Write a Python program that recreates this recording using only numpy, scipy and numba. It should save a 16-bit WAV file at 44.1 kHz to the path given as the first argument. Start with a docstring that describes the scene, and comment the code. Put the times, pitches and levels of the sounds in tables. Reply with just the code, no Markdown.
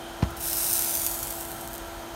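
"""At a workbench, alcohol flares with a low thump on a bath of molten solder, then boils off.
Each vapour bubble radiates an impulse as it bursts: thousands of tiny ones merge into a fizz
that swells and dies away, with a few spurts, while larger ones stand out as sharp pops.
A fan hums and hisses beside the bench. The sound is close and the same in both channels."""
import sys
import numpy as np
from scipy import signal
from scipy.fft import rfft, irfft
from scipy.io import wavfile
from scipy.ndimage import uniform_filter1d, map_coordinates
from numba import njit

SR = 44100
rng = np.random.default_rng(int(sys.argv[2]) if len(sys.argv) > 2 else 0)


def file_out(sig):
    """Save sig as 16-bit WAV at sys.argv[1]."""
    # one column per channel
    cols = np.atleast_2d(sig).T
    # limit, then scale
    lim = np.clip(cols, -1, 1)
    pcm = np.round(lim * 32767).astype(np.int16)
    wavfile.write(sys.argv[1], SR, pcm)


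N = 94815


def undb(db):
    """Amplitude grows tenfold for every 20 dB."""
    return 10 ** (np.asarray(db) / 20)


def unit(x):
    """Normalisation to an rms of 1."""
    return x / np.sqrt(np.mean(x ** 2))


def noise():
    """Independent Gaussian samples have a white spectrum."""
    return rng.standard_normal(N)


def walk(per_s):
    """Smoothing random steps gives a slow fluctuation with a spread near 1."""
    hold = int(SR / per_s)
    steps = noise()[np.arange(N) // hold]
    return 1.306 * uniform_filter1d(uniform_filter1d(steps, hold), hold)


def curve(t, rows):
    """Linear interpolation through (time, value) rows."""
    return np.interp(t, *np.array(rows).T)


def colour(x, points):
    """Minimum-phase filtering through (Hz, dB) points."""
    hz, db = np.array(points).T
    bins_hz = np.maximum(np.arange(N + 1) * SR / (2 * N), 1)
    gain = undb(np.interp(np.log(bins_hz), np.log(hz), db))
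    cepstrum = irfft(np.log(gain))
    cepstrum[1:N] *= 2  # folding onto positive time makes the filter causal
    cepstrum[N + 1:] = 0
    return irfft(rfft(x, 2 * N) * np.exp(rfft(cepstrum)))[:N]


@njit
def svf(x, hz, width):
    """Two integrators in a loop form a resonator whose centre can move."""
    y, band_state, low_state = np.empty(len(x)), 0., 0.
    for i in range(len(x)):
        g = np.tan(np.pi * hz[i] / SR)
        damping = np.pi * width / SR * (1 + g * g) / g
        v = (band_state + g * (x[i] - low_state)) / (1 + g * (g + damping))
        band_state = 2 * v - band_state
        low_state += 2 * g * v
        y[i] = damping * v
    return y


def band(x, hz, width):
    """A single resonance with a gain of 1 at its centre."""
    return svf(x, hz * np.ones(N), float(width))


def band_noise(hz, width):
    """Two resonators in series, each of this width, confine noise to a band; the rms is 1."""
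    return unit(band(band(noise(), hz, width), hz, width))


def bursts(per_s, spread_db):
    """Shot noise: impulses at random moments, log-normal in size."""
    return (rng.random(N) < per_s / SR) * np.sign(noise()) * undb(spread_db * noise())


def swell(age, rise_s, fall_s):
    """A linear attack followed by exponential decay."""
    return np.clip(age / rise_s, 0, 1) * np.exp(-np.maximum(age - rise_s, 0) / fall_s)


def fan():
    """Periodic blade passage gives a wavering harmonic series; weaker tones stand beside it."""
    # Each row: multiple of the blade frequency, level in dB.
    harmonics = [(1, -46), (2, -49), (3, -59), (4, -57)]
    # Each row: frequency in Hz, level in dB.
    steady_tones = [(242, -58), (573, -63.5), (625, -63), (769, -53.5), (963, -59.5), (1535, -63.5)]
    blade_hz, wander, wavers_per_s = 336.9, 0.0022, 22
    cycles = np.cumsum(blade_hz * (1 + wander * walk(9.43))) / SR
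    hum = np.zeros(N)
    for k, db in harmonics:
        level = undb(db + 1.2 * np.sqrt(k) * walk(wavers_per_s))
        hum += level * np.sin(2 * np.pi * (k * cycles + rng.random()))
    for hz, db in steady_tones:
        level = undb(db + 2 * walk(wavers_per_s))
        hum += level * np.sin(2 * np.pi * np.cumsum(hz + 3 * walk(14)) / SR)
    return np.sqrt(2) * hum


def air(t):
    """Moving air radiates broadband noise; narrow bands of hiss fade and return above it."""
    # Spectrum of the air in the room. Each row: frequency in Hz, relative density in dB.
    room_spectrum = [(30, -3.5), (44, 3.5), (70, -5), (110, -5), (160, -12.5), (230, -10.5), (290, -11),
                     (380, -10.5), (480, -12), (650, -8.5), (850, -7), (1120, -15), (1400, -11),
                     (2200, -21), (3600, -20.5), (5000, -25), (8600, -28.5), (10500, -30), (11500, -29.5),
                     (14000, -33), (16000, -42)]
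    # Each row: centre in Hz, resonator width in Hz, early and late base levels in dB.
    hiss_bands = [(3122, 190, -49.5, -57.5), (5330, 300, -70, -72), (6460, 650, -63, -57.5),
                  (9090, 690, -58, -61), (11240, 440, -73, -68), (13600, 1200, -60, -58)]
    # Each row: time in seconds, gain in dB applied to all the bands.
    hiss_dip = [(.2, -1), (.42, -2), (1.05, -8), (1.25, 1), (2.1, -1)]
    room_db, early_to_late_s = -40, (0.068, 0.36)
    hiss = sum(undb(np.interp(t, early_to_late_s, [early, late])) * band_noise(hz, width)
               for hz, width, early, late in hiss_bands)
    return undb(room_db) * unit(colour(noise(), room_spectrum)) + undb(curve(t, hiss_dip)) * hiss


def flare(t):
    """Igniting vapour pushes the air into a damped swing that slows, with a rip and a brief rumble."""
    # Flame noise. Each row: start, rise and decay in seconds, level in dB,
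    # centre and resonator width in Hz.
    flame_bands = [(.223, 0.0015, 0.0029, -27, 1920, 650), (0.2242, .002, 0.0046, -37, 4200, 3600),
                   (.2355, .001, .003, -37, 3600, 4000), (0.2211, 0.0058, 0.015, -27.5, 686, 750),
                   (.226, 0.0021, 0.017, -26, 204, 159), (.24, 0.028, 0.077, -36, 66.4, 55),
                   (.27, .025, .05, -43, 1330, 170)]
    ignition_s, thump_db = 0.2262, -9.5
    start_hz, end_hz, sag_s = 247, 44.7, 0.0056
    age = t - ignition_s
    hz = end_hz + (start_hz - end_hz) * np.exp(-np.maximum(age, 0) / sag_s)
    phase = 2 * np.pi * np.cumsum(hz * (age > 0)) / SR
    thump = -undb(thump_db) * swell(age, rise_s=0.0035, fall_s=0.0069) * np.sin(phase)
    return thump + sum(undb(db) * swell(t - start, rise, fall) * band_noise(centre, width)
                       for start, rise, fall, db, centre, width in flame_bands)


def fizz(t):
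    """Tiny bursts add up to shot noise, shaped by drifting resonances and comb-filtered by an echo."""
    # Spectrum of the bursts. Each row: frequency in Hz, relative gain in dB.
    spectrum = [(500, -34), (1400, -13), (2500, -13), (4400, -9), (5600, -9), (6500, -7), (7800, -6),
                (9600, -3), (10450, -5.5), (11100, 0), (11700, -2), (13000, -1.5), (14300, -2),
                (16000, -4.5)]
    # Three resonances. Each row: time in seconds, low, middle and high centres in Hz, shared gain in dB.
    drift = [(.42, 5600, 9000, 12900, -4), (.57, 5680, 8650, 12400, 1), (.75, 5820, 8700, 12700, 3),
             (.88, 5930, 9150, 13100, -6), (1.0, 6400, 9050, 12300, 0), (1.14, 6640, 8450, 11500, -4),
             (1.38, 8000, 8150, 12000, -6.5), (1.65, 8300, 8550, 12600, -2)]
    # The same three, low to high. Each row: width in Hz, gain in dB added to the shared gain.
    resonances = [(520, 3), (800, 2.5), (520, -0.5)]
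    # Reflection off the rim as the microphone moves. Each row: time in seconds, lag in milliseconds.
    rim_lag = [(.4, 0.77), (.78, 0.77), (1.1, 0.88), (1.3, 0.88), (1.42, 0.696), (1.8, 0.75)]
    # Course of the boiling. Each row: time in seconds, level in dB.
    boil_levels = [(.36, -68), (.396, -43), (.405, -33), (.47, -28), (.62, -27), (.73, -26), (.87, -26),
                   (1.08, -29), (1.2, -33), (1.42, -37.5), (1.6, -44.5), (1.8, -50.5), (2.15, -59)]
    # Short spurts of vapour. Each row: start in seconds, level in dB.
    spurts = [(0.305, -43.5), (0.366, -35), (.378, -38.5), (1.063, -31), (1.227, -25), (1.268, -32),
              (1.303, -29), (1.404, -34), (1.608, -34.5), (1.634, -40), (1.708, -43)]
    crackle_db, rim_db, flutter_db = 15, -11, 0.3
    crackle = undb(crackle_db) * bursts(per_s=60, spread_db=3.5)
    bubbles = colour(bursts(per_s=16000, spread_db=5) + crackle, spectrum)
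    times, *columns = np.array(drift).T
    *centres, shared_db = (np.interp(t, times, column) for column in columns)
    ringing = sum(undb(db) * band(bubbles, hz, width) for hz, (width, db) in zip(centres, resonances))
    direct = bubbles + undb(shared_db) * ringing
    lag_s = curve(t, rim_lag) / 1000
    echo = undb(rim_db) * map_coordinates(direct, [(t - lag_s) * SR], order=5)
    boil_power = undb(curve(t, boil_levels) + flutter_db * walk(71)) ** 2
    spurt_power = sum((undb(db) * swell(t - start, rise_s=0.0026, fall_s=0.0086)) ** 2
                      for start, db in spurts)
    return unit(direct + echo) * np.sqrt(boil_power + spurt_power)  # incoherent sources add in power


def pops():
    """A larger bubble bursts as an impulse that rings briefly and scatters off the pot and the bench."""
    # Each row: start in seconds, impulse level in dB before filtering.
    large_bubbles = [(.3069, -28), (.4767, -14), (.5161, -17), (0.5313, -7), (.6682, -10), (0.7066, -13),
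                     (0.7123, -11), (0.731, -4), (0.7368, -5), (0.751, -17), (.7795, -9), (0.8227, -6),
                     (.9521, -9), (.9724, -8), (1.065, -3.5), (1.0724, -12), (1.114, -12), (1.1432, -17),
                     (1.1905, -15), (1.2725, -15), (1.3089, -18), (1.4106, -15.5), (1.4517, -19),
                     (1.5172, -16), (1.676, -18), (1.6856, -23), (1.7328, -18), (1.741, -19), (1.7521, -19),
                     (1.7592, -21), (1.7806, -19)]
    # Spectrum of a pop. Each row: frequency in Hz, gain in dB.
    spectrum = [(600, -22), (2000, -13), (4000, -3), (6500, 3), (8800, 4.5), (10400, 2.5), (13000, 3.5),
                (16000, 2)]
    # Each pair: time constant of the scattering in seconds, energy in dB relative to the impulse.
    pot, bench = (0.00045, -6.5), (0.0035, -12)
    age = np.arange(SR // 25) / SR
    tail = sum(undb(db) * (age / tau) * np.exp(-age / tau) * np.sqrt(4 / (tau * SR))
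               for tau, db in (pot, bench))
    impulses = np.zeros(2 * N)
    for start, db in large_bubbles:
        snap = tail * rng.choice([-1, 1], len(age))
        snap[0] = 1  # the direct sound
        onset = int(start * SR)
        impulses[onset:onset + len(age)] += undb(db) * snap
    snaps = colour(impulses[:N], spectrum)
    return snaps + band(snaps, hz=13200, width=2800)


def scene():
    """Superposition: the pressures of all sources add, equally in both channels."""
    t = np.arange(N) / SR
    return np.tile(fan() + air(t) + flare(t) + fizz(t) + pops(), (2, 1))


def record(dry):
    """Band limiting removes the deepest rumble and the highest treble."""
    low_hz, top_hz = 37.5, 15800
    lean = signal.sosfilt(signal.butter(4, low_hz, "high", fs=SR, output="sos"), dry)
    return signal.fftconvolve(lean, signal.firwin(511, top_hz, fs=SR)[None], "same")


dry = scene()
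out = record(dry)
file_out(out)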